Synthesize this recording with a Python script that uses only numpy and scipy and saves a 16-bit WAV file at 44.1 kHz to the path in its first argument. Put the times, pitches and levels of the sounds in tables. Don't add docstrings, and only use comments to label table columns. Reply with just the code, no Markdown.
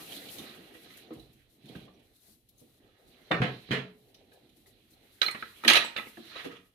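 import sys
import numpy as np
from scipy import signal
from scipy.fft import rfft, irfft, next_fast_len
from scipy.io import wavfile

SR = 44100
rng = np.random.default_rng(int(sys.argv[2]) if len(sys.argv) > 2 else 0)


def generate_wav(sig):
    pcm = np.round(np.clip(np.atleast_2d(sig).T, -1, 1) * 32767).astype(np.int16)
    wavfile.write(sys.argv[1], SR, pcm)


def ratio_of_db(decibels):
    return 10 ** (np.asarray(decibels, float) / 20)


N = 297407


def at_hz(points, hz):
    table_hz, values = np.transpose(points)
    return np.interp(np.log(hz + 1), np.log(table_hz + 1), values)


def rms_one(x):
    return x / np.sqrt(np.mean(x ** 2) + 1e-30)


def drift(rate_hz, count):
    lowpass = signal.butter(2, rate_hz, fs=SR / 64, output="sos")
    coarse = signal.sosfilt(lowpass, rng.standard_normal((count, N // 64 + 2)))
    return [np.interp(np.arange(N) / 64, np.arange(len(c)), rms_one(c)) for c in coarse]


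def swells(rows):
    t = np.arange(0, N + 32, 32) / SR
    s, db, rise_s, fall_s = np.transpose(rows)[:, :, None]
    before = (s - t) / np.maximum(rise_s, 0.002)
    after = (t - s) / np.maximum(fall_s, 0.002)
    level_db = db - 20 * np.where(t < s, before, after)
    return np.interp(np.arange(N) / SR, t, np.sqrt(np.sum(ratio_of_db(level_db) ** 2, axis=0)))


def grains(shape, per_s, spread_db):
    born = rng.random(shape) < per_s / SR
    size_db = spread_db * np.minimum(rng.exponential(1, shape), 4)
    return born * ratio_of_db(size_db) * rng.choice([-1, 1], shape)


def resonance(hz, mode_hz, t60_s):
    r = ratio_of_db(-60 / (t60_s * SR))
    w = 2 * np.pi * mode_hz / SR
    z = np.exp(-2j * np.pi * hz / SR)
    return np.sin(w) * z / (1 - 2 * r * np.cos(w) * z + r * r * z * z)


def causal(spectrum, hz):
    cepstrum = irfft(np.log(ratio_of_db(np.maximum(at_hz(spectrum, hz), -90))))
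    half = len(cepstrum) // 2
    fold = np.r_[1, np.full(half - 1, 2), 1, np.zeros(half - 1)]
    return np.exp(rfft(cepstrum * fold))


# (frequency [Hz], correlation [-1..1])
LIKENESS = [(30, .5), (70, .98), (300, .95), (640, .5), (1200, 0.1), (16000, 0)]


def paired(mid, side, hz):
    alike = np.clip(at_hz(LIKENESS, hz), -1, 1)
    return np.sqrt(1 + alike) * mid + np.sqrt(1 - alike) * side * [[1], [-1]]


def stereo_noise(size):
    hz = np.fft.rfftfreq(size, 1 / SR)
    return hz, paired(*rfft(rng.standard_normal((2, size))), hz)


def struck(events, bare, modes, modes_db, per_s, ring_t60_s, pivot_hz):
    size = 16384
    hz, t = np.fft.rfftfreq(size, 1 / SR), np.arange(size // 4) / SR
    rattles = grains((len(events), 2, size // 4), per_s, 2.0)
    luck_db = rng.normal(0, 3.2, (len(events), len(modes)))
    shapes = np.array([ratio_of_db(db) * resonance(hz, mode_hz, t60_s) * (-1) ** k
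                       for k, (mode_hz, db, t60_s) in enumerate(modes)])
    colour = causal(bare, hz)
    fade = np.hanning(2 * size)[size:] ** 2
    out = np.zeros((2, N + size))
    for (s, db, tilt_db, rattle_s, ring_hz, ring_db), clicks, strengths_db in zip(events, rattles, luck_db):
        decay = ratio_of_db(-20 * (t / max(rattle_s, 0.001)) ** 1.1)
        push = clicks * np.minimum(t / 0.0023, 1) * decay
        tilt = ((pivot_hz / 8 + 1j * hz) / (8 * pivot_hz + 1j * hz) * 8) ** (tilt_db / 6)
        body = (1 + ratio_of_db(modes_db + strengths_db) @ shapes) * colour * tilt
        ring = resonance(hz, ring_hz, ring_t60_s) * 1j * hz / (ring_hz + 1j * hz) ** 2
        body = body / np.linalg.norm(body) + ratio_of_db(ring_db) * ring / np.linalg.norm(ring)
        hit = irfft(paired(*rfft(push, size), hz) * body) * fade
        at = round(s * SR)
        out[:, at:at + size] += ratio_of_db(db) * hit / np.abs(hit.mean(axis=0)).max()
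    return out[:, :N]


# (time [s], peak [dB], push [s], favoured ring [Hz])
BUMPS = [(0.0, -39, 0.088, 330), (0.704, -44, 0.02, 320), (0.751, -44.5, 0.015, 320),
         (1.105, -33, 0.036, 310), (1.16, -40, 0.05, 90), (1.29, -48.5, 0.014, 78.5),
         (1.635, -40, 0.06, 150), (1.696, -36, 0.0042, 175), (1.754, -30, 0.016, 125),
         (2.28, -52, 0.03, 200), (2.614, -47, 0.017, 233), (3.305, -20.5, 0.075, 243),
         (3.34, -24.5, 0.0068, 178), (3.404, -21.5, 0.018, 137), (3.42, -21.5, 0.01, 201),
         (3.497, -41, 0.028, 138), (3.688, -33.5, 0.03, 154), (3.707, -21, 0.02, 142),
         (3.775, -30.5, 0.025, 257), (5.249, -37, 0.058, 403), (5.652, -23.5, 0.094, 320),
         (5.699, -22.5, 0.014, 335), (6.059, -42, 0.014, 514), (6.175, -35, 0.037, 331),
         (6.452, -29, 0.02, 280)]
# (frequency [Hz], level [dB], t60 [s])
COUNTER = [(58, -23.5, 0.35), (125.7, -3, 0.14), (183.8, -3, 0.093), (227.2, -0.5, 0.12), (320, -5.5, 0.24),
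           (384.6, -8.5, 0.1), (483, -2, 0.084)]
# (frequency [Hz], density [dB per Hz])
PUSH = [(30, -40), (90, -3.5), (150, -4), (350, -2), (600, -9.5), (1200, -28), (4000, -55), (20000, -101)]


def counter_bumps():
    rows = [(s, db, 2.5 + 10 * np.log2(hz / 255), push_s, hz, -2.5) for s, db, push_s, hz in BUMPS]
    return struck(rows, PUSH, COUNTER, modes_db=-40, per_s=1600, ring_t60_s=0.065, pivot_hz=254)


# (peak time [s], level [dB], rise over 20 dB [s], fall over 20 dB [s])
RUBS = [(0.0, -32, .03, 0.062), (0.158, -56, 0.044, .015), (0.278, -59, .035, 0.011),
        (0.444, -39, 0.087, 0.42), (0.752, -39, 0.026, 0.028), (0.902, -56, 0.13, 0.12),
        (2.87, -54.5, 0.19, 0.34), (5.69, -1, 0.016, 0.09), (5.74, -15, 0.021, 0.15),
        (5.776, -5, 0.078, 0.013), (6.275, -48, 0.027, 0.06), (6.32, -37, 0.06, 0.05),
        (6.405, -36, 0.03, 0.05), (6.368, -31.5, 0.058, 0.2), (6.57, -39, 0.04, 0.031),
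        (6.448, -26, .016, 0.042), (6.518, -35, 0.016, 0.085)]
# (frequency [Hz], level [dB], t60 [s])
BOWL = [(640, -21, 0.022), (830, -4.5, 0.02), (1294, 4, 0.036), (1600, 13, 0.0057), (1930, -2, 0.069),
        (2100, 4.5, 0.0047), (2465, -17, 0.22), (2870, -6, 0.045), (3170, -21.5, 0.038), (3483, 6, 0.0088),
        (3950, -27.5, 0.12), (4480, -36, 0.013), (5390, -16, 0.11), (6800, -13, 0.025)]
# (frequency [Hz], density [dB per Hz])
CRACK = [(60, -31), (150, -34), (300, -18), (600, -13.5), (1000, -13.5), (1400, -8.5), (2500, -0.5),
         (4200, -5.5), (5000, -12), (6400, -15.5), (8000, -28.5), (11000, -24.5), (15800, -36.5)]


def rubbing():
    slips_per_s, modes_db, wander_db = 3600, -33, 5.0
    slips = swells(RUBS) * grains((2, N), slips_per_s, 0.71) / np.sqrt(slips_per_s / SR)
    rung = slips + 1e-18
    for (mode_hz, db, t60_s), wander in zip(BOWL, drift(21.8, len(BOWL))):
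        r = ratio_of_db(-60 / (0.5 * t60_s * SR))
        w = 2 * np.pi * mode_hz / SR
        drive = slips * ratio_of_db(db + modes_db + wander_db * wander) + 1e-18
        rung = rung + signal.lfilter([0, np.sin(w)], [1, -2 * r * np.cos(w), r * r], drive)
    size = next_fast_len(N)
    hz = np.fft.rfftfreq(size, 1 / SR)
    spectrum = paired(*rfft(rung, size), hz) * ratio_of_db(at_hz(CRACK, hz))
    return ratio_of_db(-8.0) * irfft(spectrum, size)[:, :N]


def flickering(spectrum, flicker_db, count):
    size = next_fast_len(N)
    hz, noise = stereo_noise(size)
    noise = noise * ratio_of_db(at_hz(spectrum, hz))
    inner_hz = np.geomspace(spectrum[1][0], spectrum[-2][0], count + 1)[1:-1]
    edges_hz = np.r_[0, inner_hz, SR]
    patches = 0
    for low, high, own in zip(edges_hz, edges_hz[1:], drift(6.8, count)):
        band = irfft(noise * (hz >= low) * (hz < high), size)[:, :N]
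        patches = patches + band * ratio_of_db(flicker_db * own)
    return rms_one(patches)


# (time [s], hiss level [dB])
GATE = [(0.0, -55), (0.4, -54), (0.6, -68.5), (0.92, -70), (1.5, -80), (1.78, -68.5), (1.97, -82.5),
        (2.29, -72.5), (2.42, -82), (2.7, -74), (2.87, -82), (3.5, -72.5), (4.0, -78.5), (4.96, -77.5),
        (5.39, -66), (5.94, -73.5), (6.4, -72), (6.74, -83.5)]
# (peak time [s], rumble level [dB], rise [s], fall [s], air above rumble [dB])
SHUFFLES = [(0.11, -51, 0.12, 0.88, -6), (0.4, -50.5, 0.12, 0.49, -5.5), (0.85, -63.5, 0.11, 0.58, 3),
            (1.16, -59, 0.46, 0.17, -7.5), (1.717, -52, 0.11, 0.34, -7.5), (2.75, -75, 0.32, 1, -25),
            (3.28, -70, .1, 0.044, -16.5), (3.49, -50.5, 0.35, 0.17, -1), (3.799, -52.5, 0.25, 0.1, 1.5),
            (4.3, -64, 0.6, 1, -12), (5.15, -78.5, 1, .3, 5.5), (5.39, -65, 0.26, .5, 7.5),
            (5.831, -50.5, 0.067, 0.078, 10), (5.99, -60, 0.035, 0.061, -25), (6.4, -65, 0.36, 0.074, 15.5)]
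# (peak time [s], level [dB], rise [s], fall [s])
RUSTLES = [(0.742, -63.5, 0.0076, 0.056), (0.974, -62.5, .008, 0.054), (1.136, -63, .006, 0.022),
           (1.334, -69.5, 0.0097, 0.035), (1.501, -76, 0.008, 0.15), (1.762, -72, 0.0048, 0.023),
           (2.28, -65.5, 0.14, 0.13), (2.601, -67.5, .02, 0.11), (3.077, -76.5, 0.0064, 0.14),
           (4.029, -84, 0.024, 0.031), (4.09, -86, 0.024, 0.034), (4.336, -67, .01, 0.038),
           (4.568, -73, 0.0074, 0.058), (4.67, -67.5, 0.0088, 0.079), (4.907, -73, 0.0068, 0.075),
           (5.224, -49, 0.0087, 0.11), (5.5, -71.5, 0.24, 0.17), (5.65, -52.5, 0.013, 0.069),
           (5.974, -54, 0.011, 0.068), (6.09, -61, 0.088, 0.1), (6.2, -69, 0.062, 0.13),
           (6.45, -67.5, 0.21, 0.087)]
# (frequency [Hz], density [dB per Hz])
RUMBLE = [(15, -68), (25, -7), (53, -14), (241, -1.5), (357, -2.5), (446, -5), (566, -9), (764, -10.5),
          (1100, -29.5), (1430, -45.5), (2420, -120)]
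AIR = [(530, -60), (900, -15), (1000, -8.5), (1170, -5.5), (1630, -2.5), (1960, 0), (2290, -1), (2820, -1),
       (3990, -0.5), (5550, -13.5), (6500, -19), (8450, -40.5), (14300, -120)]
HISS = [(2820, -6), (4800, 2.5), (6110, 0), (8370, -3), (11400, 4.5), (15000, 0), (15900, -17)]
HUM = [(12, -53.5), (20, -22), (38, 1.5), (76, -7.5), (113, -6.5), (130, -9.5), (170, -47), (290, -120)]


def room_floor():
    gate_s, gate_level_db = np.transpose(GATE)
    gate_db = np.interp(np.arange(N) / SR, gate_s, gate_level_db)
    rumble = ratio_of_db(-71.5 + 0.17 * (gate_db + 66.5)) + swells([row[:4] for row in SHUFFLES])
    air_rows = [(s, db + air_db, rise_s, fall_s) for s, db, rise_s, fall_s, air_db in SHUFFLES]
    air = ratio_of_db(-82 + 0.8 * (gate_db + 78.5)) + swells(air_rows)
    hiss = ratio_of_db(gate_db) + swells(RUSTLES)
    return (rumble * flickering(RUMBLE, flicker_db=3.0, count=3)
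            + air * flickering(AIR, flicker_db=2.3, count=5)
            + hiss * flickering(HISS, flicker_db=2.3, count=1)
            + ratio_of_db(-68) * flickering(HUM, flicker_db=1.9, count=1))


def bowl_struck(rows):
    return struck(rows, CRACK, BOWL, modes_db=-35, per_s=5000, ring_t60_s=0.016, pivot_hz=2500)


# (time [s], peak [dB], favoured ring [Hz])
NUDGES = [(0.119, -37.5, 3200), (0.163, -36, 3470), (0.285, -39, 3130), (0.382, -35, 3660),
          (0.858, -50, 1720), (0.902, -45, 2120), (0.939, -49, 2400), (1.108, -49, 1110),
          (1.195, -50.5, 4000), (1.655, -53, 3600), (1.685, -47.5, 3350), (1.751, -41.5, 1570),
          (1.85, -56, 3340), (1.878, -48.5, 1170), (1.993, -57.5, 3420), (2.578, -56, 6400),
          (2.777, -68, 3880), (4.317, -53.5, 1720), (4.491, -57, 3700), (4.658, -54.5, 2090),
          (4.93, -57, 4200)]


def nudges():
    return bowl_struck([(s, db, 3 + 12.5 * np.log2(hz / 2500), 0.024, hz, 0.5) for s, db, hz in NUDGES])


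# (time [s], peak [dB], frequency [Hz], t60 [s])
RINGS = [(1.108, -40, 312, 0.21), (1.19, -45, 54, 0.3), (0.17, -46, 290, 0.5), (1.753, -36, 185, 0.15),
         (1.752, -47, 1620, 0.04), (3.308, -18, 530, 0.06), (3.318, -27, 1620, 0.07),
         (3.316, -21.5, 1930, 0.05), (3.315, -28.5, 2700, 0.05), (3.314, -27, 3600, 0.09),
         (3.402, -16, 129.7, 0.25), (3.42, -16, 176, 0.13), (3.708, -24, 133, 0.3), (3.73, -27, 186, 0.2),
         (3.735, -35, 423, 0.6), (3.735, -39, 480, 0.3), (3.718, -33, 1711, 0.25), (3.713, -32, 3183, 0.22),
         (3.755, -37, 2880, 0.22), (3.42, -36.5, 3200, 0.1), (5.215, -27, 550, 0.034),
         (5.262, -19, 4176, 0.045), (5.278, -29, 4180, 0.09), (5.305, -36.5, 4200, 0.12),
         (5.426, -24.5, 1300, 0.035), (5.426, -27.5, 1670, 0.04), (5.636, -31.5, 1290, 0.04),
         (5.697, -21, 6400, 0.05), (5.698, -20.5, 730, 0.04), (5.774, -13.5, 2600, 0.05),
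         (5.983, -28, 3500, 0.03), (5.655, -30, 330, 0.15), (5.71, -24, 850, 0.06),
         (5.75, -25.5, 760, 0.073), (5.765, -27, 5450, 0.07), (7.2, -43, 280, 0.18),
         (6.455, -35.5, 312, 0.15)]


def rings():
    out, t = np.zeros(N + SR), np.arange(SR // 2) / SR
    for s, db, hz, t60_s in RINGS:
        at = round(s * SR)
        envelope = ratio_of_db(db - 60 * t / t60_s) * np.minimum(t / 0.002, 1)
        out[at:at + len(t)] += envelope * np.sin(2 * np.pi * hz * t)
    return out[:N]


# (time [s], peak [dB], rattle [s], favoured ring [Hz])
TICKS = [(1.935, -63, 0.057, 5900), (2.161, -56, 0.018, 11200), (2.487, -52, 0.023, 11500),
         (2.581, -59, 0.084, 10700), (4.143, -50.5, 0.014, 5300), (4.145, -51, 0.015, 5900),
         (5.31, -37, 0.011, 8900), (5.7325, -20, 0.01, 9100), (5.753, -24.5, 0.028, 11060),
         (5.843, -38.5, 0.03, 8000), (5.636, -43.5, 0.012, 6400)]


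def wet_ticks():
    return bowl_struck([(s, db, 15 + 8.5 * np.log2(hz / 10000), rattle_s, hz, -1.5)
                        for s, db, rattle_s, hz in TICKS])


# (time [s], peak [dB], tilt [dB per octave], rattle [s])
THUDS = [
    (3.311, -16.5, -1.5, 0.016),
    (3.316, -16, 1.2, 0.0074),
    (3.416, -21, 2, 0.039),
    (3.687, -47, 2, 0.025),
    (3.707, -30, 3, 0.011),
    (3.712, -21, 4.5, 0.058),
    (3.734, -29.5, -4.5, 0.023),
]
# (frequency [Hz], level [dB], t60 [s])
CUPBOARD = [(474, -22.5, 0.014), (802, -13, 0.0043), (1100, -14, 0.17), (1490, -20, 0.041),
            (1730, -22, 0.11), (2300, -13.5, 0.036), (2290, -16.5, 0.032), (2890, -4.5, 0.042),
            (3160, -2, 0.07), (4000, -25.5, 0.034)]
# (frequency [Hz], density [dB per Hz])
THUD = [(60, -41.5), (150, -5.5), (500, 4), (1000, -0.5), (2000, 0.5), (3200, -11), (4300, -20),
        (5500, -27.5), (8000, -42), (16000, -51)]


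def cupboard():
    rows = [(*thud, 530, -18) for thud in THUDS]
    return struck(rows, THUD, CUPBOARD, modes_db=-41, per_s=4100, ring_t60_s=0.022, pivot_hz=1500)


# (time [s], peak [dB], rattle [s], favoured ring [Hz])
KNOCKS = [(5.2132, -24, 0.0064, 2160), (5.2157, -13.5, 0.0068, 3800), (5.222, -17, 0.0092, 3930),
          (5.229, -17.5, 0.0077, 3950), (5.282, -20, 0.011, 2160), (5.346, -26.5, 0.02, 1376),
          (5.4236, -24.5, 0.006, 1500), (5.432, -30, 0.01, 1596), (5.636, -28.5, 0.0092, 1276),
          (5.647, -22, 0.014, 1930), (5.678, -3.5, 0.009, 3295), (5.686, -8, 0.0057, 2500),
          (5.699, -5.5, 0.0075, 2800), (5.704, -11, 0.011, 1880), (5.71, -29, 0.0069, 1787),
          (5.732, -11, 0.017, 2240), (5.754, -10.5, 0.03, 3910), (5.766, -13, 0.015, 2790),
          (5.844, -26.5, 0.0065, 934), (5.96, -29.5, 0.011, 1500), (5.963, -19.5, 0.016, 2740),
          (5.975, -24, 0.012, 2600), (5.984, -25, 0.008, 2000), (5.994, -27, 0.0098, 2500),
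          (6.067, -35.5, 0.014, 2040), (6.17, -35, 0.01, 1680), (6.275, -47, 0.0083, 3523),
          (6.357, -31, 0.012, 3900), (6.443, -35, 0.036, 1950), (6.522, -42, 0.018, 2670)]


def knocks():
    rows = []
    for s, db, rattle_s, hz in KNOCKS:
        octaves = np.log2(hz / 2500)
        rows.append((s, db, 8 + 0.79 * db - 0.5 * octaves, rattle_s, hz, -3 - 3 * octaves))
    return bowl_struck(rows)


# (frequency [Hz], t60 [s])
ROOM_T60 = [(100, 0.51), (500, 0.34), (2000, 0.3), (6000, 0.31), (14000, 0.097)]


def kitchen(x, wet_db, gap_s):
    size = 32768
    hz, noise = stereo_noise(size)
    t, tail = np.arange(size) / SR, 0
    for centre_hz in (125, 350, 1000, 2800, 8000, 16000):
        share = np.clip(1 - np.abs(np.log2(hz + 20) - np.log2(centre_hz)) / 1.5, 0, 1)
        tail = tail + irfft(noise * share) * ratio_of_db(-60 * t / at_hz(ROOM_T60, centre_hz))
    tail = tail * np.clip(t / gap_s, 0, 1)
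    tail = tail / np.sqrt(np.sum(tail ** 2) / 2)
    return x + ratio_of_db(wet_db) * signal.fftconvolve(x[:1], tail, axes=1)[:, :N]


def scene():
    clean, ring_room_share = rings(), 0.45
    contacts = counter_bumps() + rubbing() + nudges() + wet_ticks() + knocks()
    near = ratio_of_db(-3.5) * kitchen(contacts + ring_room_share * clean, wet_db=-5.5, gap_s=0.0019)
    near = near + ratio_of_db(-2.5) * (1 - ring_room_share) * clean
    far = ratio_of_db(-0.5) * kitchen(cupboard(), wet_db=-1.5, gap_s=0.012)
    return near + far + room_floor()


def roll_off(x):
    return signal.sosfilt(signal.butter(12, 15700, fs=SR, output="sos"), x)


# (frequency [Hz], left minus right [dB])
LEAN = [(40, -11.5), (99, -4), (160, 0.5), (270, -3.5), (450, -1), (740, 6), (1220, 1), (2010, -6),
        (3330, -11.5), (5500, 4.5), (9080, 16.5), (15000, 9.5)]
# (frequency [Hz], level [dB], t60 [s])
PORT_RING = (4083, 2, 0.0055)


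def record(dry):
    size = next_fast_len(N + 4096)
    hz = np.fft.rfftfreq(size, 1 / SR)
    lean = ratio_of_db(at_hz(LEAN, hz) / 2 * np.array([[1], [-1]]))
    colour = lean * (1j * hz / (70 + 1j * hz)) ** 2
    ring_hz, ring_db, t60_s = PORT_RING
    ring = resonance(hz, ring_hz, t60_s) * 1j * hz / ring_hz
    colour[1] *= 1 + ratio_of_db(ring_db) * ring / np.abs(ring).max()
    ports = irfft(rfft(dry, size) * colour, size)[:, :N]
    ceiling = 1.1
    return roll_off(ceiling * np.tanh(ports / ceiling))


dry = scene()
out = record(dry)
generate_wav(out)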